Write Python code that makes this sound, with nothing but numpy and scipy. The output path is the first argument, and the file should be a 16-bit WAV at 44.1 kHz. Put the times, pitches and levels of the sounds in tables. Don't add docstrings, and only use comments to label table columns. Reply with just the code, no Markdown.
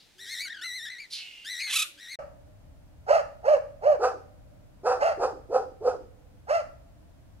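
import sys
import numpy as np
from scipy import signal
from scipy.fft import rfft, irfft, next_fast_len
from scipy.io import wavfile
from scipy.ndimage import uniform_filter1d

SR = 44100
rng = np.random.default_rng(int(sys.argv[2]) if len(sys.argv) > 2 else 0)


def bounce(signal):
    frames = np.transpose(np.atleast_2d(signal))
    limited = np.clip(frames, -1, 1)
    pcm = np.round(limited * 32767).astype(np.int16)
    wavfile.write(sys.argv[1], SR, pcm)


def natural_amplitude(level_db):
    exponent = np.asarray(level_db, float) / 20
    return 10 ** exponent


N = 326340

# frequency in Hz, gain in dB.
SCREECH_BEAK_DB = [(760, -67), (1300, -39.5), (4240, -3), (8060, -25), (10300, -19), (13500, -36.5),
                   (14700, -53), (15500, -48)]


def parrots():
    whistles = all_whistles()
    close, scattered = squawks()
    screeching = screeches()
    far = far_birds()
    thrown = natural_amplitude(-7) * whistles + screeching + natural_amplitude(-2) * scattered + far
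    trees = echoes(thrown, gap_s=0.01, near_db=14, near_t60=0.27, far_db=-5.5, far_t60=0.99, dull_hz=5000)
    direct = place(whistles + far, pan_db=2.5, left_lag=0)
    return direct + place(close + screeching, pan_db=-2.24, left_lag=-1) + trees


def all_whistles():
    # time in s, pitch in Hz.
    tunes = [
        [(.18, 1474), (.21, 1973), (.27, 1790), (.328, 2200), (.372, 1700), (.41, 2040), (.428, 1980)],
        [(.26, 1513), (.32, 1844), (.385, 1925), (.415, 2287), (.455, 2274), (.49, 1800)],
        [(.45, 1375), (.495, 1613), (.522, 1953), (.545, 1600), (.61, 1485), (.67, 1310)],
        [(.612, 1633), (.65, 2080), (.72, 1902), (.77, 2108), (.808, 1720), (.846, 1972), (.89, 1670)],
        [(.85, 1584), (.922, 2064), (.975, 1845), (1.0, 2350), (1.03, 2300), (1.068, 1810)],
        [(1.445, 1457), (1.475, 1796), (1.519, 2032), (1.569, 1848), (1.642, 2207), (1.71, 1954)],
        [(1.975, 1487), (2.015, 1940), (2.077, 1840), (2.125, 2217), (2.16, 1887)],
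        [(1.595, 2300), (1.62, 2500), (1.64, 1900), (1.655, 1600)],
    ]
    # level at 2 kHz in dB, swell in dB per s, tilt in dB per octave, roughness 0-1.
    blowing = [
        (-40.5, 43, 1.5, 0.12),
        (-41.5, 5, 0, 0.05),
        (-38, 12, -8, 0.12),
        (-37.5, -9.5, -1, 0.01),
        (-44, -61.5, -5, .12),
        (-36.5, -7.5, 0, 0.09),
        (-44, 41, -0.5, 0.16),
        (-42.5, -31, -4.5, .2),
    ]
    # pitch swing as a share, warble rate in Hz.
    warbles = [(.025, 93), (.02, 93), (.04, 42), (.016, 93), (.02, 60), (.025, 93), (.022, 93), (.025, 93)]
    # frequency in Hz, gain in dB.
    beak_db = [(900, -43.5), (1400, -5.5), (2000, -1), (3000, -2.5), (4200, 0), (6000, -10), (9000, -15),
               (12000, -20.5), (15500, -32.5)]
    total = 0
    for tune, how, (share, hz) in zip(tunes, blowing, warbles):
        rows = whistle(tune, *how)
        total = total + voice(rows, beak_db, jitter=0.005, fray=1.0, blur=0.2, warble=share, warble_hz=hz)
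    return total


def whistle(tune, level_db, swell, tilt, rough):
    round_s, edge_s, db_per_octave = 0.024, 0.015, 20
    s, hz = np.transpose(tune)
    t = moments(s[0], s[-1])
    pitch = uniform_filter1d(np.interp(t, s, hz), int(round_s * 500) + 1, mode="nearest")
    edge = np.clip(1 - np.minimum(t - s[0], s[-1] - t) / edge_s, 0, 1)
    level = level_db + db_per_octave * np.log2(pitch / 2000) + swell * (t - t.mean()) - 2.5 * edge
    return sing(t, pitch, level, tilt, rough)


def squawks():
    rattle_per_s, rattle_peak_s, rattle_db, rattle_bend = 33, 1.7675, 3.5, 0.11
    # time in s, pitch in Hz, level in dB.
    squawk_path = [
        (1.665, 809, -49),
        (1.719, 901, -32.5),
        (1.74, 1125, -31),
        (1.756, 1303, -27.5),
        (1.829, 1285, -29.5),
        (1.861, 1282, -58),
    ]
    # frequency in Hz, gain in dB.
    squawk_beak_db = [(470, -69), (800, -36.5), (1280, -13.5), (2270, -8), (2570, -2), (3910, -3.5),
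                      (4480, -11.5), (10200, -12), (11900, -14.5), (12900, -35.5), (15500, -30)]
    s, hz, db = np.transpose(squawk_path)
    tilt = 1.8 + 0.47 * (db - db.max())
    rough = 0.13 * (1 + (s == s[-1]))
    rows = sing(s, hz, db, tilt, rough)
    throb = np.cos(2 * np.pi * rattle_per_s * (np.arange(N) / SR - rattle_peak_s))
    dip = -(0.5 - 0.5 * throb) ** 2
    close = voice(rows, squawk_beak_db, jitter=0.014, fray=1.0, bend=rattle_bend * dip,
                  swell_db=rattle_db * (2 * dip + 1.5))
    scattered = voice(rows, squawk_beak_db, jitter=0.09, fray=1.0)
    return close, scattered


def screeches():
    # frequency in Hz, gain in dB.
    sag_beak_db = [(1400, -31), (2150, -9), (2850, 2.5), (3600, -14), (4300, -15), (6500, -22),
                   (15500, -39)]
    screech = glide((1.1, 0.13, 900, 757, -34), attack=0.28, start_db=-18.5, end_db=-15,
                    tilt=2.5, dulling=-10.5, rough=0.93)
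    sag = glide((1.16, 0.3, 750, 690, -44.5), attack=0.15, start_db=-9, end_db=-7.5,
                tilt=0.6, dulling=0.1, rough=0.33)
    return voice(screech, SCREECH_BEAK_DB, jitter=0.015) + voice(sag, sag_beak_db, jitter=0.015)


def far_birds():
    # start in s, length in s, first pitch in Hz, last pitch in Hz, peak level in dB.
    coo_calls = [
        (.15, .12, 359, 404, -68.5),
        (.43, .21, 304, 335, -70),
        (1.8, .22, 593, 550, -72),
        (1.85, .15, 348, 285, -70),
    ]
    chatter = glide((0, 0.13, 900, 800, -57), attack=0.03, start_db=4.0, end_db=-27,
                    tilt=-5, dulling=-0.1, rough=0.95)
    far = voice(chatter, SCREECH_BEAK_DB, jitter=0.0172)
    for call in coo_calls:
        coo = glide(call, attack=0.41, start_db=-4, end_db=-4, tilt=-21, dulling=0.1, rough=0.17)
        far = far + voice(coo, [(100, -4), (900, 1.5), (1500, -37)], jitter=0.0036, blur=0.1, count=2)
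    return far


def glide(call, attack, start_db, end_db, tilt, dulling, rough):
    start, length, first, last, peak_db = call
    share = np.array([0, attack, 1])
    level = peak_db + np.array([start_db, 0, end_db])
    return sing(start + length * share, first + (last - first) * share, level, tilt + dulling * share, rough)


def dogs():
    yelps, barks = high_dog(), low_dog()
    walls = echoes(yelps + natural_amplitude(-2.0) * barks, gap_s=0.013, near_db=8, near_t60=0.43,
                   far_db=-24.5, far_t60=3.54, dull_hz=900)
    return place(yelps, pan_db=-3.5, left_lag=13) + place(barks, pan_db=-2, left_lag=4) + walls


def high_dog():
    # top of the arch in s, top pitch in Hz, level in dB, tilt in dB per octave, roughness 0-1.
    yelp_calls = [
        (2.085, 627.7, -18, 0, 0.4),
        (3.152, 668.2, -16.5, 0.5, 0.39),
        (3.515, 615.8, -17.5, -1.5, 0.1),
        (3.897, 612.8, -18.5, -2.5, 0.09),
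        (5.075, 680.4, -19.5, 1, .45),
        (6.556, 683.2, -22, 1.5, 0.09),
    ]
    # frequency in Hz, gain in dB.
    yelp_throat_db = [(250, -66), (400, -20.5), (600, -0.5), (860, -3.5), (1030, -21), (1280, -14),
                      (2400, -31.5), (2750, -28.5), (3500, -53), (4500, -35.5), (6500, -42.5), (8000, -49),
                      (9800, -53), (15500, -73)]
    return sum(voice(yelp(*y), yelp_throat_db, jitter=0.008, fray=1.3, blur=0.34, first_db=-1.5 * y[3], count=5)
               for y in yelp_calls)


def yelp(top_s, top_hz, level_db, tilt, rough):
    rise_s, fall_s, rise_depth, fall_depth = 0.09, 0.07, 0.55, 0.3
    rise_db_per_octave, fall_db_per_octave = 33, 44.5
    ring_hz, ring_width_hz, ring_db = 578.7, 27, 5.5
    tire_db_per_s_hz, easy_hz = 0.91, 613.5
    t = np.clip(moments(-rise_s, fall_s), -rise_s, fall_s)
    rising = t < 0
    way = np.abs(t) / np.where(rising, rise_s, fall_s)
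    arch = 1 - np.where(rising, rise_depth, fall_depth) * way ** 1.8
    pitch = top_hz * arch
    level = level_db + np.where(rising, rise_db_per_octave, fall_db_per_octave) * np.log2(arch)
    level = level + ring_db * np.exp(-((pitch - ring_hz) / ring_width_hz) ** 2)
    level = level - tire_db_per_s_hz * max(top_hz - easy_hz, 0) * t
    onset = rising * way
    return sing(top_s + t, pitch, level, tilt - 0.5 * onset, rough * (1.2 - way ** 2) + 0.12 * onset)


def low_dog():
    # start in s, attack in s, hold in s, peak level in dB, tilt in dB per octave.
    bark_calls = [
        (3.987, .06, .003, -17.5, 2),
        (4.831, 0.039, 0.056, -21.5, 2),
        (5.171, 0.064, 0.0083, -18, -1.5),
        (5.488, .066, .012, -20.5, -3),
        (5.802, .075, .014, -21.5, -3.5),
    ]
    # frequency in Hz, gain in dB.
    bark_throat_db = [(180, -67), (280, -6.5), (490, 0), (620, -4.5), (780, -3), (1040, -16), (1330, -9),
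                      (1650, -25), (2250, -44.5), (2500, -33), (2800, -41.5), (3600, -45), (4900, -31),
                      (7300, -42), (8500, -44), (15500, -73)]
    return sum(voice(bark(*b), bark_throat_db, jitter=0.016, fray=2.34, blur=0.38, first_db=-16.5, count=11)
               for b in bark_calls)


def bark(start, attack, hold, peak_db, tilt):
    bark_hz, start_db, fall_db_per_s, release_s, whine_db = 252.2, -26, 311, 0.16, -27
    # time into the bark in s, pitch factor.
    pitch_arch = [(0, .62), (.02, .85), (.04, .97), (.1, 1.03), (.135, .9), (.175, 0.57), (.23, .5)]
    t = moments(0, attack + hold + release_s)
    fall_db = -fall_db_per_s * np.maximum(t - attack - hold, 0)
    attack_db = start_db * np.clip(1 - t / attack, 0, 1) ** 1.37
    effort = attack_db + np.maximum(fall_db, whine_db + 0.14 * fall_db)
    pitch = bark_hz * np.interp(t, *np.transpose(pitch_arch))
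    opening = 0.4853 * effort * np.where(fall_db == 0, 1, -0.3)
    whining = fall_db < whine_db
    return sing(start + t, pitch, peak_db + effort, tilt + opening - 12 * whining, 0.11)


def moments(start, stop):
    return np.linspace(start, stop, int((stop - start) * 500) + 2)


def sing(t, *controls):
    return np.transpose(np.broadcast_arrays(t, *controls))


def voice(rows, throat, jitter, fray=0.61, blur=0.57, first_db=0, count=30, warble=0.0, warble_hz=90,
          bend=0, swell_db=0):
    s, *columns = np.transpose(rows)
    start, stop = int(s[0] * SR), int(s[-1] * SR)
    t = np.arange(start, stop) / SR
    pitch, level_db, tilt, rough = [np.interp(t, s, c) for c in columns]

    shake, pace, depth = wander((3, len(t)), 40)
    trill_phase = 2 * np.pi * np.cumsum(warble_hz * (1 + 0.086 * pace)) / SR
    trill = (1 + 0.35 * depth) * np.sin(trill_phase)
    steady = pitch * (1 + (bend[start:stop] if np.ndim(bend) else 0))
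    pitch = steady * (1 + jitter * shake + warble * trill)

    k = np.arange(1, min(count, int(15800 / pitch.mean())) + 1)[:, None]
    gains = natural_amplitude(tilt * np.log2(k) + first_db * (k == 1)) * (k * pitch < 16000)
    loudness = np.sqrt(np.sum((gains * natural_amplitude(at_hz(throat, k * steady))) ** 2, axis=0) / 2)

    clear = (1 - np.clip(rough, 0, 0.99)) ** (k ** fray)
    narrow = signal.butter(3, blur * pitch.mean(), fs=SR, output="sos")
    smear = signal.sosfilt(narrow, rng.standard_normal((2 * len(k), len(t) + 400)))[:, 400:]
    smear = smear / smear.std() * np.sqrt((1 - np.tile(clear, (2, 1))) / 2)
    turn = k * 2 * np.pi * np.cumsum(pitch) / SR + rng.uniform(0, 2 * np.pi, k.shape)
    in_phase = (np.sqrt(clear) + smear[:len(k)]) * np.sin(turn)
    quadrature = smear[len(k):] * np.cos(turn)
    source = np.sum(gains * (in_phase + quadrature), axis=0)
    if len(k) == count:
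        above = signal.butter(4, (count + 0.5) * pitch.mean(), "high", fs=SR, output="sos")
        breath = signal.sosfilt(above, rng.standard_normal(len(t)))
        source = source + natural_amplitude(2 * tilt) * np.sqrt(SR / 4 / pitch) * breath

    size = next_fast_len(len(t))
    response = natural_amplitude(at_hz(throat, np.arange(size // 2 + 1) * SR / size))
    sound = irfft(rfft(source, size) * response, size)[:len(t)]
    edge = np.clip(np.minimum(t - t[0], t[-1] - t) / 0.0045, 0, 1)
    level_db = level_db + 90 * warble * trill + (swell_db[start:stop] if np.ndim(swell_db) else 0)
    out = np.zeros(N)
    out[start:stop] = natural_amplitude(level_db) * edge * sound / loudness
    return out


def wander(shape, hz):
    r = np.exp(-2 * np.pi * hz / SR)
    noise = rng.standard_normal((shape[0], shape[1] + 1000))
    slow = signal.lfilter([1], [1, -2 * r, r * r], noise)[:, 1000:]
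    return slow / slow.std()


def at_hz(points, hz):
    points_hz, values = np.transpose(points)
    return np.interp(np.log(np.maximum(hz, 1)), np.log(points_hz), values)


def place(x, pan_db, left_lag):
    return np.array([np.roll(x, left_lag), x]) * natural_amplitude(np.array([[pan_db / 2], [-pan_db / 2]]))


def echoes(x, gap_s, near_db, near_t60, far_db, far_t60, dull_hz):
    t = np.arange(2 * SR) / SR
    near, far = rng.standard_normal((2, 2, len(t))) / np.sqrt(SR)
    far = signal.sosfilt(signal.butter(2, dull_hz, fs=SR, output="sos"), far)
    answer = near * natural_amplitude(near_db - 60 * t / near_t60) + far * natural_amplitude(far_db - 60 * t / far_t60)
    answer = answer * np.clip(t / gap_s, 0, 1)
    back = signal.fftconvolve(np.trim_zeros(x, "b")[None], answer, axes=1)[:, :N]
    return np.pad(back, ((0, 0), (0, N - back.shape[1])))


def air(spectrum, level_db, likeness):
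    hz = np.arange(N // 2 + 1) * SR / N
    mid, side = rfft(rng.standard_normal((2, N))) * natural_amplitude(at_hz(spectrum, hz))
    alike = np.clip(at_hz(likeness, hz), -1, 1)
    out = irfft(np.sqrt(1 + alike) * mid + np.sqrt(1 - alike) * side * [[1], [-1]], N)
    return natural_amplitude(level_db) * out / out.mean(axis=0).std()


def scene():
    trees_end_s, fade_s, yard_start_s = 2.156, 0.0023, 2.188
    # (Hz, left-right likeness -1 to 1).
    trees_air = ([(12, -31), (20, -1), (285, -6.5), (366, -9.5), (512, -11), (1000, -14.5), (1090, -17),
                  (1800, -12), (3840, -9.5), (16000, -27.5)], -63, [(60, 0.25), (380, 0.34), (2380, 0.72),
                  (15000, 0.31)])
    yard_air = ([(12, -65.5), (20, -7.5), (86, -2), (241, -18.5), (285, -13.5), (377, -27), (623, -23.5),
                 (975, -30), (1250, -34), (1400, -33), (2260, -37.5), (3950, -41.5), (16000, -48.5)],
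                 -54.5, [(60, 0.35), (240, 0.13), (950, 0.17), (3770, -0.19), (15000, -0.072)])
    t = np.arange(N) / SR
    first = np.where(t < trees_end_s, 1, 0.19 * np.exp(-np.abs(t - trees_end_s) / fade_s))
    second = np.clip((t - yard_start_s) / 0.0015, 0, 1)
    return first * (parrots() + air(*trees_air)) + second * (dogs() + air(*yard_air))


def top_cut(x):
    return signal.sosfilt(signal.butter(12, 16120, fs=SR, output="sos"), x)


def record(dry):
    low_pass = signal.cheby2(18, 60, 16250, fs=SR, output="sos")
    return top_cut(signal.sosfilt(low_pass, dry))


dry = scene()
out = record(dry)
bounce(out)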